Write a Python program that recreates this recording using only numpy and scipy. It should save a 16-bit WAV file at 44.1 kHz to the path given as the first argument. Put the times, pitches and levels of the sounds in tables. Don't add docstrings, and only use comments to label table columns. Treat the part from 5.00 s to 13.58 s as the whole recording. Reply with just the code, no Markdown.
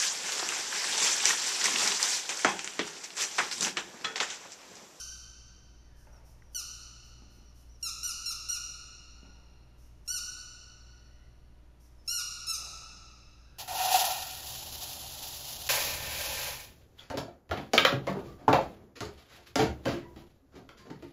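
import sys
import numpy as np
from scipy import signal
from scipy.fft import rfft, irfft, next_fast_len
from scipy.io import wavfile
from scipy.ndimage import map_coordinates

SR = 44100
rng = np.random.default_rng(int(sys.argv[2]) if len(sys.argv) > 2 else 0)


def log_audio(samples):
    frames = np.atleast_2d(samples).T
    limited = np.clip(frames, -1, 1)
    pcm = np.round(limited * 32767).astype(np.int16)
    wavfile.write(sys.argv[1], SR, pcm)


N = 378554
LEAD = SR // 4
TIME = np.arange(-LEAD, N) / SR
TOP_HZ = 15280


def amp(db):
    return 10 ** (np.asarray(db) / 20)


def unit(x):
    return x / np.sqrt(np.mean(x ** 2) + 1e-20)


def along(points, hz):
    point_hz, values = np.transpose(points)
    return np.interp(np.log(hz + 1), np.log(point_hz + 1), values)


def stroke(start, length, rise, fall):
    at = slice(*np.searchsorted(TIME, [start, start + length]))
    t = TIME[at] - start
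    ends = np.clip(t / rise, 0, 1) * np.clip((length - t) / fall, 0, 1)
    return at, t, ends


def arch(t, crest, length, climb, sag, power=2):
    before = np.clip(1 - t / max(crest, 1e-3), 0, 1)
    after = np.clip((t - crest) / (length - crest), 0, 1)
    return -climb * before ** 2 - sag * after ** power


def phase(hz):
    return 2 * np.pi * np.cumsum(hz) / SR


def wobble(rate):
    n = len(TIME)
    knots = rng.standard_normal(int(n * rate / SR) + 4)
    return map_coordinates(knots, [np.arange(n) * rate / SR])


def filtered(x, response):
    m = next_fast_len(x.shape[-1] + SR // 2)
    spectrum = rfft(x, m) * response(np.fft.rfftfreq(m, 1 / SR))
    return irfft(spectrum, m)[..., :x.shape[-1]]


def noise(spectrum):
    white = rng.standard_normal(len(TIME))
    return unit(filtered(white, lambda hz: amp(along(spectrum, hz))))


# (pitch_hz, level_db rms)
HUM_TONES = [(18.5, -62.5), (55.5, -89), (59.2, -57), (118.4, -68.5), (240, -85.5), (300, -78.5),
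             (360, -80.5), (480, -111), (600, -83.5), (720, -88), (960, -85), (1200, -89)]
# (freq_hz, relative_level_db per Hz)
AIR_COLOUR = [(5, -7.5), (20, -8), (33, -10), (50, -4), (65, -14.5), (110, -12.5), (300, -25.5),
              (600, -29.5), (940, -33), (1400, -35.5), (5000, -44.5), (13000, -52), (14000, -58),
              (15000, -72)]
AIR_DB = -59.5


def background():
    hum = np.zeros(len(TIME))
    for hz, db in HUM_TONES:
        level = np.sqrt(2) * amp(db + wobble(3.077))
        hum += level * np.sin(2 * np.pi * hz * TIME + 0.44 * wobble(2.0))
    return hum + amp(AIR_DB + 0.2 * wobble(3.3)) * noise(AIR_COLOUR)


# (start_s, length_s, crest_s after the start (negative: falling throughout),
# crest_hz, climb_hz up to the crest, last_hz, level_db, swell_db over the length,
# body_hz main resonance in the grip, body_lift_db, low_partials_db, floor_lag_s)
SQUEAKS_PLAYED = [ (-.12, .1, 0.034, 1560, 53.5, 1146, -40.5, 4.5, 5900, 3, -2, .00328),
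                  (1.547, .074, -.05, 1586, 0, 1150, -35.5, -5.5, 5950, .5, -1.5, 0.0034),
                  (2.827, 0.077, -0.013, 1413, 0, 1127, -35, -4, 5700, 1.5, 0, 0.0025),
                  (3.03, 0.091, 0.023, 1467, 103.5, 1157, -36, 0, 5880, 1.5, -.5, 0.0022),
                  (3.257, 0.076, 0.021, 1386, 29.5, 1111, -38.5, 1, 5520, 2.5, 0, .0022),
                  (3.487, .09, .02, 1449, 95.5, 1162, -37, -3.5, 5600, 2.5, 1.5, 0.0033),
                  (5.077, .116, .052, 1491, 154.5, 1191, -37, 1.5, 5620, 2, -1, .0041),
                  (7.077, .142, .058, 1442, 133, 1103, -34, -2, 5440, 2, -0.5, 0.0053),
                  (7.468, .1, 0.032, 1336, 49, 1120, -36.5, -.5, 5600, 3.5, -1, .003)]
# (freq_hz, gain_db)
TUBE_COLOUR = [(1100, -8), (1450, -13.5), (2300, -14.5), (2900, -12.5), (3600, -9.5), (4400, -6),
               (5000, -4), (5800, -2), (6800, -5.5), (8600, -10), (10500, -16), (12500, -16.5),
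               (14000, -30.5), (15300, -46)]
SAG_POWER = 2.05
SHIMMER_DB, SHIMMER_RATE = 1.8, 60
FADE_S, FADE_DB = 0.025, -7.5
FLOOR_DB = -6


def squeaks():
    out, bounce = np.zeros(len(TIME)), np.zeros(len(TIME))
    k = np.arange(1, 14)[:, None]
    flutter = 1 + 0.00061 * wobble(300)
    rush = noise(TUBE_COLOUR)
    shimmer = np.array([wobble(SHIMMER_RATE) for _ in k])
    for (start, length, crest, crest_hz, climb_hz, last_hz, db, swell_db,
         body_hz, lift_db, low_db, lag) in SQUEAKS_PLAYED:
        at, t, ends = stroke(start, length, rise=0.001, fall=0.002)
        hz = crest_hz + arch(t, crest, length, climb_hz, crest_hz - last_hz, SAG_POWER)
        hz = hz * flutter[at]
        fade_db = FADE_DB * np.clip(1 - (length - t) / FADE_S, 0, 1)
        gain = ends * amp(db + swell_db * t / length + fade_db)
        colour_db = lift_db * np.exp(-((k * hz - body_hz) / 600) ** 2) + low_db * (k <= 3)
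        colour_db = colour_db - 1.1 * (k % 2) * (k > 1)
        colour_db = colour_db + SHIMMER_DB * shimmer[:, at]
        weight = amp(along(TUBE_COLOUR, k * hz) + colour_db) * (k * hz < TOP_HZ)
        weight[0] *= 1 - np.exp(-t / 0.008)
        tone = np.sum(weight * np.sin(k * phase(hz) + 0.36 * k * k), axis=0)
        out[at] += gain * (tone + amp(-30.0) * rush[at])
        bounce[at.start + round(lag * SR):][:len(hz)] += amp(FLOOR_DB) * out[at]
    return out, bounce


# (start_s, length_s, first_centre_hz, last_centre_hz, loudest_db)
WHOOSHES_PLAYED = [(.75, 0.53, 2130, 1180, -71.5), (5.85, 0.49, 1790, 2010, -77),
                   (8.35, 0.41, 1508, 1550, -69.5)]
WHOOSH_CREST, WHOOSH_SWELL_DB = 0.81, 15


def whooshes():
    out = np.zeros(len(TIME))
    band = wobble(300) + 1j * wobble(300)
    for start, length, first_hz, last_hz, db in WHOOSHES_PLAYED:
        at, t, ends = stroke(start, length, rise=0.05, fall=0.04)
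        hz = first_hz + (last_hz - first_hz) * t / length
        swell_db = arch(t, WHOOSH_CREST * length, length, WHOOSH_SWELL_DB, WHOOSH_SWELL_DB)
        out[at] += ends * amp(db + swell_db) * np.real(band[at] * np.exp(1j * phase(hz)))
    return out


# (start_s, length_s, level_db)
PUFFS_PLAYED = [(.955, 0.12, -72), (1.11, .1, -79), (1.241, .11, -70.5), (2.03, .09, -73),
                (2.294, 0.12, -74), (2.54, .115, -70.5), (4.77, 0.13, -74), (6.792, 0.11, -72.5)]
# (freq_hz, relative_level_db per Hz)
JET_COLOUR = [(1760, -35), (3000, -12), (3570, -17), (5690, 2.5), (6960, -5), (7810, -1), (8580, -7.5),
              (11900, -6.5), (15000, -14)]
REST_S = 1
LEAD_IN_S, LEAD_IN_DB, LEAD_IN_SWELL_DB = 0.043, -56, 33


def puffs():
    out, jet = np.zeros(len(TIME)), noise(JET_COLOUR)
    for start, length, db in PUFFS_PLAYED:
        at, t, ends = stroke(start, length, rise=0.017, fall=0.038)
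        out[at] += ends * amp(db) * jet[at]
    squeak_starts = np.array([row[0] for row in SQUEAKS_PLAYED])
    for start in squeak_starts[1:][np.diff(squeak_starts) > REST_S]:
        at, t, ends = stroke(start - LEAD_IN_S, LEAD_IN_S, rise=0.01, fall=0.012)
        out[at] += ends * amp(LEAD_IN_DB - LEAD_IN_SWELL_DB * (1 - t / LEAD_IN_S)) * jet[at]
    return out


# (start_s, hold_s, level_db)
SHUFFLES_PLAYED = [(1.069, 0.024, -63), (4.23, .01, -68), (7.58, 0.049, -60)]
# (freq_hz, relative_level_db per Hz)
CLOTH_COLOUR = [(100, -44), (200, -9), (330, -5), (480, 0), (730, 3), (1000, -2.5), (1700, -12),
                (2600, -12), (5000, -64)]
SHUFFLE_T60_S, SHUFFLE_TAIL_S = 0.57, 0.27


def shuffles():
    out = np.zeros(len(TIME))
    rub = unit(noise(CLOTH_COLOUR) * amp(6.1 * wobble(90)))
    for start, hold, db in SHUFFLES_PLAYED:
        at, t, ends = stroke(start, hold + SHUFFLE_TAIL_S, rise=0.0028, fall=0.018)
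        decay_db = -60 * np.clip(t - hold, 0, None) / SHUFFLE_T60_S
        out[at] += ends * amp(db + decay_db) * rub[at]
    return out


# (start_s, level_db, brightness_db added to the modes above 600 Hz)
KNOCKS_PLAYED = [(1.076, -57, 5), (2.221, -48.5, -3), (2.386, -52, -1.5), (4.231, -46, -15),
                 (7.585, -59, 8), (7.642, -59, 5), (7.932, -57.5, -2)]
# (pitch_hz, relative_level_db, t60_s)
BOX_MODES = [(187, -2.5, 0.085), (254, 3, 0.046), (360, -7.5, 0.048), (806, -3, 0.026), (2010, -12, 0.006)]


def knocks():
    out, t = np.zeros(len(TIME)), np.arange(SR // 5) / SR
    for start, db, bright_db in KNOCKS_PLAYED:
        ring = np.zeros(len(t))
        for hz, mode_db, t60 in BOX_MODES:
            level_db = mode_db + (hz > 600) * bright_db + rng.normal(0, 0.86)
            ring += amp(level_db - 60 * t / t60) * np.sin(2 * np.pi * hz * t)
        out[LEAD + round(start * SR):][:len(t)] += amp(db) * ring
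    return out


# (start_s, length_s, lowest_hz, climb_hz to the crest, level_db)
WHISTLES_PLAYED = [(1.118, 0.065, 5330, 476, -69), (1.413, .09, 5650, 150, -76),
                   (2.451, 0.064, 5330, 480, -70), (2.689, .087, 5300, 643, -68.5),
                   (6.979, 0.048, 5230, 50, -73)]
WHISTLE_CREST = 0.35


def whistles():
    out = np.zeros(len(TIME))
    waver, drift = amp(2.3 * wobble(120)), 1 + 0.004 * wobble(150)
    for start, length, low_hz, climb_hz, db in WHISTLES_PLAYED:
        at, t, ends = stroke(start, length, rise=0.0071, fall=0.014)
        bend = arch(t, WHISTLE_CREST * length, length, climb_hz, climb_hz, power=1.4)
        hz = low_hz + climb_hz + bend
        out[at] += ends * amp(db) * waver[at] * np.sin(phase(hz * drift[at]))
    return out


# (pitch_hz, level_db, t60_s)
TICK_MODES = [(1590, -55, 0.024), (1940, -46, 0.012)]
TICK_S = 1.4218


def tick():
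    t = np.clip(TIME - TICK_S, 0, None)
    ring = sum(amp(db - 60 * t / t60) * np.sin(2 * np.pi * hz * t) for hz, db, t60 in TICK_MODES)
    return ring * (1 - np.exp(-t / 0.0006))


# (freq_hz, t60_s)
HALL_DECAY = [(200, 0.81), (900, 2.3), (2400, 2.73), (6000, 1.72), (9000, 1.026), (14000, 0.67)]
# (delay_s, level_db)
WALL_ECHOES = [(.007, -18.5), (.009, -14.5), (.015, -7.5), (0.0174, -29), (0.033, -14.5), (0.044, -13)]
# (freq_hz, gain_db)
BODY_SHADE = [(200, -5), (1400, -3), (2800, 0.5), (4300, -0.5), (5700, 3), (7200, -0.5), (9000, 3),
              (12500, 2)]


def hall(x, bounce=0, tail_db=0):
    hz, t, grains = signal.stft(rng.standard_normal(3 * SR), SR, nperseg=256)
    swell = 1 - np.exp(-t / 0.013)
    decay = amp(-60 * t / along(HALL_DECAY, hz)[:, None])
    tail = signal.istft(grains * swell * decay, SR, nperseg=256)[1]
    far = signal.fftconvolve(x, amp(tail_db) * tail / np.linalg.norm(tail))[:len(x)]

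    def echoes(f):
        return sum(amp(db) * np.exp(-2j * np.pi * f * delay) for delay, db in WALL_ECHOES)

    near = x + bounce + filtered(x, echoes)
    return far + filtered(near, lambda f: amp(along(BODY_SHADE, f)))


def scene():
    toy = hall(*squeaks(), tail_db=-0.5) + hall(puffs(), tail_db=0.5) + hall(whistles(), tail_db=-7)
    handling = hall(knocks(), tail_db=-6.5) + hall(shuffles(), tail_db=-2.5) + tick()
    return (toy + handling + whooshes() + background())[None, LEAD:]


# (centre_hz, width_hz, depth from 0 to 1)
HOUSING_DIPS = [(7790, 1030, 1), (11100, 140, 1)]


def record(dry):
    def response(f):
        dips = 1
        for centre, width, depth in HOUSING_DIPS:
            resonance = 1j * f * width / (centre * centre - f * f + 1j * f * width)
            dips = dips * (1 - np.clip(depth, 0, 1) * resonance)
        return dips * (f < TOP_HZ)

    return filtered(dry, response)


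dry = scene()
out = record(dry)
log_audio(out)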